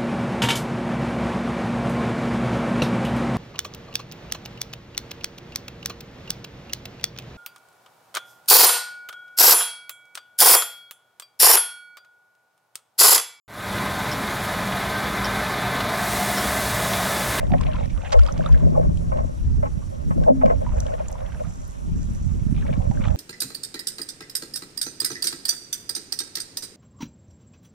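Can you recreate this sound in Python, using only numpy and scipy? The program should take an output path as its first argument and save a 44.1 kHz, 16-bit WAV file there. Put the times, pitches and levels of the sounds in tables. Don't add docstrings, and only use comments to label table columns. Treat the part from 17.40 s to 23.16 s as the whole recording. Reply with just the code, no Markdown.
import sys
import numpy as np
from scipy import signal
from scipy.fft import rfft, irfft
from scipy.io import wavfile
from scipy.ndimage import uniform_filter1d

SR = 44100
rng = np.random.default_rng(int(sys.argv[2]) if len(sys.argv) > 2 else 0)


def transcribe(u):
    v = np.clip(np.atleast_2d(u).T, -1, 1)
    q = np.round(v * 32767).astype(np.int16)
    wavfile.write(sys.argv[1], SR, q)


N = 254016

# start_s, hold_s, level_db, tilt_db_per_octave
FLOWS = [(0, 0.013, -46.5, -0.5), (0.212, 0.2, -46, 2.3), (0.635, 0.53, -48, -1.7),
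         (3.27, 0.78, -52.5, -3.5), (5.184, 0.17, -51, 2.9), (5.648, 0.028, -44, -2)]
FLOW_RISE_DB_PER_S, FLOW_FALL_DB_PER_S = 171, 114
OPPOSITE = np.array([[1], [-1]])


def from_db(db):
    return 10 ** (np.asarray(db) / 20)


def rms_one(x):
    return x / np.sqrt(np.mean(x ** 2) + 1e-20)


def at_hz(points, hz):
    points_hz, values = np.transpose(points)
    return np.interp(np.log(hz), np.log(points_hz), values)


def add(track, start_s, piece):
    i = int(start_s * SR)
    track[max(i, 0):i + len(piece)] += piece[max(-i, 0):N - i]


def band(x, low_hz, high_hz):
    sos = signal.butter(2, [low_hz, min(high_hz, .45 * SR)], "band", fs=SR, output="sos")
    return signal.sosfilt(sos, x)


def low_pass(x, hz, order=4):
    return signal.sosfilt(signal.butter(order, hz, fs=SR, output="sos"), x)


def resonate(x, hz, width_hz):
    r = np.exp(-np.pi * width_hz / SR)
    gain = np.sqrt((1 - r * r) / 2)
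    return signal.lfilter([gain, 0, -gain], [1, -2 * r * np.cos(2 * np.pi * hz / SR), r * r], x)


def drift(corner_hz):
    step, settle = 40, 2000
    r = np.exp(-2 * np.pi * corner_hz * step / SR)
    slow = signal.lfilter([1], [1, -2 * r, r * r], rng.standard_normal(N // step + settle + 2))[settle:]
    return np.interp(np.arange(N) / step, np.arange(len(slow)), rms_one(slow))


def grains(per_s, spread_db):
    sizes = from_db(spread_db * np.minimum(rng.exponential(1, N), 4)) * rng.choice([-1, 1], N)
    return rms_one(sizes * (rng.random(N) < per_s / SR)) + 1e-18


def pulse(hz, cycles):
    t = np.arange(-SR // 20, SR // 20) / SR
    return np.cos(2 * np.pi * hz * t) * np.exp(-(t * hz / cycles) ** 2)


def spells(rows, rise_db_per_s, fall_db_per_s, rest_db):
    t = np.arange(N) / SR
    power = from_db(2 * rest_db)
    for start_s, hold_s, db, *_ in rows:
        before_db = rise_db_per_s * np.maximum(start_s - t, 0)
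        after_db = fall_db_per_s * np.maximum(t - start_s - hold_s, 0)
        power = power + from_db(2 * (db - before_db - after_db))
    return 10 * np.log10(power)


def wind():
    # time_s, level_db, left_over_right_db
    gusts = [(0, -18, -7.5), (.16, -22, 10.5), (.48, -22.5, -15), (.64, -32.5, 0), (.9, -23, -4.5),
             (1.25, -35.5, -11), (1.44, -24, -17), (1.85, -22.5, 4.5), (1.97, -29, -2), (2.06, -15, 4.5),
             (2.35, -35, -24), (2.55, -31.5, -7), (3.3, -22.5, -6), (3.6, -29.5, 0), (4.1, -29.5, -9.5),
             (4.22, -34, -1.5), (4.42, -34, -6), (4.52, -23.5, 3), (4.75, -28, -0.5), (5.0, -23.5, -9),
             (5.44, -26, -9.5), (5.76, -23, -10)]
    # frequency_hz, density_db
    gust_spectrum = [(20, 0), (50, 3), (90, -2), (150, -17), (300, -24), (600, -59), (1200, -100)]
    # time_s, peak_db, pulse_hz, microphone (0 left, 1 right)
    eddies = [(0.127, -5, 171, 1), (1.493, -6, 141, 1), (1.629, -16, 136, 1), (2.076, -9.5, 78.4, 1),
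              (2.194, -9.5, 105, 1), (2.378, -11, 120, 1), (4.078, -16.5, 120, 1), (4.521, -12, 138, 0),
              (4.709, -14.5, 137, 0), (4.866, -10.5, 126, 1), (5.068, -6.5, 160, 1), (5.127, -6, 170, 1),
              (5.315, -9.5, 160, 1), (5.38, -8, 171, 1), (5.398, -7, 95, 1), (5.502, -11.5, 156, 1),
              (5.603, -9, 167, 1)]
    times_s, *curves = np.transpose(gusts)
    level_db, lean_db = [np.interp(np.arange(N) / SR, times_s, curve) for curve in curves]
    hz = np.maximum(np.fft.rfftfreq(N, 1 / SR), 1)
    rumble = irfft(rfft(rng.standard_normal((2, N))) * from_db(at_hz(gust_spectrum, hz)), N)
    lumps = from_db(3.5 * np.tanh([drift(9), drift(9)]))
    kicks = lumps * np.abs([grains(70, spread_db=1.5), grains(70, spread_db=2.5)])
    pops = signal.fftconvolve(kicks, [pulse(96.4, cycles=.26)], "same")
    choppy_db = spells([(4.78, .9, -1.6)], rise_db_per_s=28, fall_db_per_s=28, rest_db=-8)
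    out = rms_one(rumble * lumps) + from_db(choppy_db) * rms_one(pops)
    out *= from_db(level_db + lean_db / 2 * OPPOSITE)
    for time_s, peak_db, pulse_hz, microphone in eddies:
        add(out[round(microphone)], time_s - .05, from_db(peak_db) * pulse(pulse_hz, cycles=.48))
    return out


def marsh():
    # frequency_hz, relative_density_db
    hiss_spectrum = [(400, -4), (700, -5.5), (1400, -11.5), (2500, -16), (4500, -16.5), (5200, -23.5),
                     (7000, -14.5), (9000, -19.5), (12000, -25), (14500, -32)]
    # frequency_hz, correlation
    correlations = [(400, -0.73), (1400, -0.83), (3000, 0.2), (6500, 0.85), (10000, -0.12)]
    hiss_db, insects_db = -57, -66.5
    edges_hz = 350 * 2 ** np.arange(0, 6, .5)
    hiss, white = 0, rng.standard_normal((2, 2, N))
    for k, (low_hz, high_hz) in enumerate(zip(edges_hz, edges_hz[1:])):
        centre_hz = np.sqrt(low_hz * high_hz)
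        mid, side = band(white[k % 2], low_hz, high_hz)
        alike = np.clip(at_hz(correlations, centre_hz), -.99, .99)
        gain = from_db(at_hz(hiss_spectrum, centre_hz) + 2 * drift(18))
        hiss = hiss + gain * (mid + np.sqrt((1 - alike) / (1 + alike)) * side * OPPOSITE)
    mid, side = resonate(rng.standard_normal((2, N)), hz=5716, width_hz=150)
    insects = mid + .56 * side * OPPOSITE
    return from_db(hiss_db) * hiss / np.std(hiss.mean(axis=0)) + from_db(insects_db) * insects


def flow_tilt():
    start_s, hold_s, _, tilt = np.transpose(FLOWS)
    return np.interp(np.arange(N) / SR, start_s + hold_s / 2, tilt)


def trickle(level_db):
    sizes = 20
    size_of_click = rng.integers(0, sizes, N)
    clicks = grains(4500, spread_db=4.5)
    clumps_db = 9 * np.tanh([drift(5.3) / 2, drift(19) / 2, drift(24) / 2])
    rings, tilt = 0, flow_tilt()
    for k, hz in enumerate(np.geomspace(480, 3800, sizes)):
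        ring = resonate(clicks * (size_of_click == k), hz, hz / 6)
        rounded = rms_one(resonate(ring, hz, hz / 8))
        rings = rings + rounded * from_db(clumps_db[3 * k // sizes] + tilt * np.log2(hz / 1400))
    return from_db(level_db) * rms_one(low_pass(rings, 2700, order=2))


def bubble(hz, rise, noise):
    cycles = hz * np.arange(len(noise)) / SR
    swell_cycles, decay_cycles = .62, 8.14 * max(1000 / hz, 1) ** .23
    envelope = np.exp(-cycles / decay_cycles) * (1 - np.exp(-cycles / swell_cycles))
    flutter = 1 + .6 * rms_one(low_pass(noise[::-1], hz / 4))
    return np.sin(2 * np.pi * cycles * (1 + rise * cycles)) * envelope * flutter


def gurgle(flow_db, count=480):
    out, tilt, t = np.zeros((2, N)), flow_tilt(), np.arange(1500) / SR
    draws, noises = rng.random((count, 5)), rng.standard_normal((count, 1500))
    for (when, pitch, strength, rise, side), noise in zip(draws, noises):
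        i, hz = int(when * N), 600 * 5 ** pitch
        db = flow_db[i] + 1.5 - 3.5 * np.log(1.05 - strength) + tilt[i] * np.log2(hz / 1400)
        slap = low_pass(band(noise, hz, 2 * hz) * np.exp(-t / .004), min(2 * hz, 3500))
        plop = bubble(hz, .008 * rise ** 2, noise) + 3 * slap
        for channel, share in zip(out, (side, 1 - side)):
            add(channel, i / SR, from_db(db) * 2 * share * plop)
    return out


def overboard(x):
    echo = np.roll(x, 130)
    left = from_db(-3.5) * np.roll(x, 2) + .32 * echo
    right = from_db(1.5) * x - .27 * echo
    return np.array([left, right])


def hull(force, modes):
    out = 0
    for k, (hz, width_hz, opposite_db, in_phase_db) in enumerate(modes):
        coupling = from_db(opposite_db) * OPPOSITE + from_db(in_phase_db)
        out = out + (-1) ** k * resonate(force, hz, width_hz) * coupling
    return out


def shaft():
    # start_s, hold_s, level_db
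    drags = [(0, 0.014, -21.5), (.25, 0.12, -26.5), (.68, 0.56, -30.5), (1.36, 0.059, -24.5),
             (1.76, 0.0063, -18.5), (2.58, 0.011, -32), (2.84, 0.38, -29), (3.4, 0.16, -26.5),
             (3.74, 0.071, -33), (5.29, 1, -33)]
    # time_s, level_db, upper_mode_trim_db
    knocks = [(0.025, -35, -46), (0.134, -29.5, -22.5), (0.723, -35, -7.5), (0.738, -20.5, -29),
              (0.755, -24, -41), (0.992, -29.5, -43), (1.228, -33.5, -48), (1.262, -35, -41),
              (1.352, -34, -34), (1.37, -24, -39), (1.389, -26, -46), (1.43, -41, -22), (1.718, -32.5, -21),
              (1.784, -41, -18), (2.227, -29, -25), (2.255, -39.5, -12.5), (2.706, -36, -17.5),
              (2.772, -38, -45), (2.809, -33, -45), (2.864, -21.5, -52), (2.881, -9.5, -54.5),
              (2.897, -12, -47), (3.013, -31, -17.5), (3.032, -18.5, -54), (3.055, -25.5, -26),
              (3.073, -31, -24.5), (3.098, -20.5, -26.5), (3.116, -24.5, -35), (3.497, -34.5, -43),
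              (3.53, -39, -31), (3.598, -32, -32), (4.001, -34, -34), (5.285, -36, -42)]
    # frequency_hz, width_hz, opposite_phase_db, in_phase_db
    middle_modes = [(531.5, 36, -2, -16), (614.7, 82, 6.5, -16), (488.5, 44, -1.5, -16.5)]
    upper_modes = [(848, 38, -35, 14.5), (1085, 37, 27.5, 9.5), (1170, 330, -19, 11), (1550, 65, 14.5, -21),
                   (2016, 58, 2, 1), (2270, 1500, 0, 9.5)]
    drag_db = spells(drags, rise_db_per_s=119, fall_db_per_s=128, rest_db=-49.5)
    rub = from_db(drag_db + 6 * np.tanh(drift(14))) * grains(1500, spread_db=2)
    middle_force, upper_force = from_db(-11.5) * rub, from_db(-47) * rub
    t = np.arange(1500) / SR
    for time_s, db, upper_trim_db in knocks:
        skid = rms_one(rng.standard_normal(len(t)) * t * np.exp(-t / .0065))
        add(middle_force, time_s - .044, from_db(db - 15) * pulse(588, cycles=1.8))
        add(middle_force, time_s - .002, from_db(db) * skid)
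        add(upper_force, time_s - .003, from_db(db + upper_trim_db - 9) * skid)
    middle = hull(low_pass(middle_force, 930), middle_modes)
    return middle + hull(low_pass(upper_force, 2380), upper_modes)


def drops_and_knocks():
    # time_s, level_db, pitch_hz, tick_trim_db
    impacts = [(0.1037, -27, 730, -15), (0.1371, -20, 693, -16), (0.2073, -30, 1027, -6),
               (0.2842, -33, 1040, -13), (0.3446, -30, 973, -3), (0.3566, -40, 1010, -4),
               (0.4087, -32.5, 800, -10), (0.5764, -37.5, 1170, -1), (0.634, -31.5, 722, -17),
               (0.6534, -31.5, 760, -12), (0.7916, -27, 1356, 0), (0.8609, -31, 1170, -5),
               (0.8854, -23.5, 1240, -8), (1.0076, -34, 1500, -27), (1.0605, -20, 1234, -27),
               (1.1436, -32.5, 1595, -27), (1.7729, -34, 870, 0.5), (2.8365, -34.5, 1540, -2),
               (3.265, -28.5, 956, -36), (3.2884, -36, 930, -39), (3.9464, -38, 1550, -10),
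               (5.224, -35.5, 1680, -23), (5.4044, -30.5, 740, -31), (5.5119, -28.5, 772, -7),
               (5.5727, -33, 1550, -23), (0.3112, -40, 2280, -31), (0.5048, -40, 2270, -6.5),
               (0.831, -45, 2800, -14), (0.9235, -29, 6000, -26), (1.5728, -38.5, 3050, -3),
               (3.0599, -27, 2270, -12), (3.4032, -20, 5870, -17), (3.4655, -37.5, 3120, -4),
               (3.684, -22.5, 6900, -40), (3.7155, -30, 9650, -12), (3.7269, -29.5, 6200, -22),
               (4.6304, -33, 6400, -23), (4.7491, -39, 5860, -19), (5.2644, -35.5, 2180, -20),
               (5.3368, -33, 2220, -10), (5.6166, -37, 2200, -18), (0.008, -32, 2010, -28),
               (1.351, -32.5, 1112, -34), (1.362, -25.5, 822, -32), (0.872, -30.5, 928, -10),
               (5.742, -35.5, 751, -25), (3.753, -36, 960, -43), (0.262, -32.5, 697, -12),
               (0.429, -39, 745, -15), (0.457, -43, 1850, 4), (0.8313, -43, 1080, -8),
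               (0.119, -23, 730, -5), (0.136, -23, 1826, -30), (0.266, -37.5, 3350, -25),
               (0.287, -42, 2320, -12), (0.581, -37, 517, -37), (0.834, -30, 4640, -30),
               (0.876, -34, 4670, -20), (1.061, -26, 3590, -18), (1.089, -35, 6340, -27),
               (1.126, -35, 4700, -21), (2.42, -40, 1096, -43), (4.278, -34, 12000, -8),
               (4.309, -35, 7250, -25), (3.594, -36.5, 880, -19), (4.05, -43, 1204, -25),
               (2.88, -24, 842, -31), (5.647, -36, 1930, -25), (5.656, -33.5, 850, -18),
               (5.682, -34, 3300, -23)]
    out, t = np.zeros(N), np.arange(3000) / SR
    for time_s, db, hz, tick_trim_db in impacts:
        noise = rng.standard_normal(len(t))
        top_hz = np.clip(3 * hz, 3200, 14500)
        burst = low_pass(band(noise, min(hz, top_hz / 2), top_hz), 1.2 * top_hz)
        tick = from_db(tick_trim_db + 7) * burst * np.exp(-t / .002)
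        add(out, time_s, from_db(db) * (bubble(hz, .0017, noise) + tick))
    return out


def splashes():
    # time_s, level_db, length_s, top_hz
    sheets = [(0.21, -33.5, 0.0049, 7700), (0.232, -38, 0.0091, 4300), (0.646, -39, 0.036, 2900),
              (0.719, -28.5, 0.02, 6600), (0.792, -33, 0.0043, 6840), (0.863, -31, 0.0038, 6460),
              (0.977, -38.5, 0.0045, 5770)]
    out, t = np.zeros(N), np.arange(3000) / SR
    for time_s, db, length_s, top_hz in sheets:
        burst = rms_one(low_pass(band(rng.standard_normal(len(t)), 1200, top_hz), 1.2 * top_hz))
        envelope = np.exp(-(t / length_s) ** 4) * (1 - np.exp(-t / .0015))
        add(out, time_s, from_db(db) * burst * envelope)
    return out


def boom():
    # start_s, hold_s, force_db
    rocks = [(.1, 0.12, -32), (.95, 0.13, -34), (1.2, 0.23, -28.5), (1.72, 0.028, -40), (2.1, 0.14, -38),
             (2.7, 0.1, -31.5), (2.92, 0.18, -30.5), (4.5, 0.069, -36), (4.95, 0.65, -38.5)]
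    # time_s, force_db, pulse_hz
    thumps = [(0.779, -37, 52.4), (1.12, -38.5, 54), (2.764, -34, 280), (2.906, -18, 255),
              (3.05, -32.5, 211)]
    # frequency_hz, width_hz, opposite_phase_db, in_phase_db
    low_modes = [(54, 14, 9, -8), (160.3, 12.8, 4, -6.5), (175, 85, 14, -36), (199, 74, 11.5, -12.5),
                 (263, 12, -64, -10), (392, 120, -24, -8)]
    rock_db = spells(rocks, rise_db_per_s=167, fall_db_per_s=78, rest_db=-48)
    force = from_db(rock_db + 6 * np.tanh(drift(22))) * low_pass(rng.standard_normal(N), 319.5)
    for time_s, db, pulse_hz in thumps:
        add(force, time_s - .05, from_db(db) * pulse(pulse_hz, cycles=1.3))
    return hull(force, low_modes)


def spray_and_reeds():
    # start_s, hold_s, level_db
    hisses = [(.62, 0.095, -59), (3.39, 0.028, -54.5), (4.1, 0.18, -55.5), (4.61, 0.3, -56.5),
              (5.5, 0.71, -57)]
    level_db = spells(hisses, rise_db_per_s=94, fall_db_per_s=97, rest_db=-66)
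    clicks = band(grains(5000, spread_db=6.5), 4100, 14700)
    return from_db(level_db) * rms_one(band(clicks, 5630, 7750))


def spatter():
    out, sizes = 0, 12
    clicks = grains(400, spread_db=3)
    size_of_click = rng.integers(0, sizes, N)
    for k, hz in enumerate(np.geomspace(2800, 7800, sizes)):
        pan = from_db(rng.normal(0, 3) * OPPOSITE)
        out = out + resonate(clicks * (size_of_click == k), hz, hz / 7) * pan
    level_db = spells([(.7, .37, -62)], FLOW_RISE_DB_PER_S, FLOW_FALL_DB_PER_S, rest_db=-73.5)
    return from_db(level_db) * rms_one(out)


def groan():
    # start_s, hold_s, level_db, pitch_hz
    hums = [(1.109, 0.018, -28.5, 160), (1.223, 0.17, -28.5, 159.8), (1.61, 0.016, -31, 169),
            (2.93, 0.079, -29, 263)]
    out, waver_hz, swell_db = 0, 6.07 * drift(12.2), -drift(14)
    for start_s, hold_s, db, hz in hums:
        level_db = spells([(start_s, hold_s, db)], rise_db_per_s=269, fall_db_per_s=148, rest_db=-120)
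        tone = np.sqrt(2) * np.sin(2 * np.pi * np.cumsum(hz + waver_hz) / SR)
        out = out + from_db(level_db + swell_db) * tone
    return out


def scene():
    flow_db = spells(FLOWS, FLOW_RISE_DB_PER_S, FLOW_FALL_DB_PER_S, rest_db=-67)
    alongside = overboard(drops_and_knocks() + splashes() + trickle(flow_db) + spray_and_reeds())
    return alongside + gurgle(flow_db) + spatter() + shaft() + boom() + groan() + wind() + marsh()


def record(dry):
    low_cut_hz, high_cut_hz = 18, 14800
    limit_db, release_db_per_s = -2.5, 250
    heard = signal.lfilter(*signal.butter(1, low_cut_hz, "high", fs=SR), dry - dry[:, :1])
    over_db = np.maximum(20 * np.log10(np.abs(heard).max(axis=0) + 1e-9) - limit_db, 0)
    release_db = release_db_per_s * np.arange(N) / SR
    held_db = np.maximum.accumulate(over_db + release_db) - release_db
    duck_db = uniform_filter1d(held_db, size=100, origin=-49)
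    high_cut = signal.cheby2(12, 70, high_cut_hz, fs=SR, output="sos")
    return signal.sosfilt(high_cut, heard * from_db(-duck_db))


dry = scene()
out = record(dry)
transcribe(out)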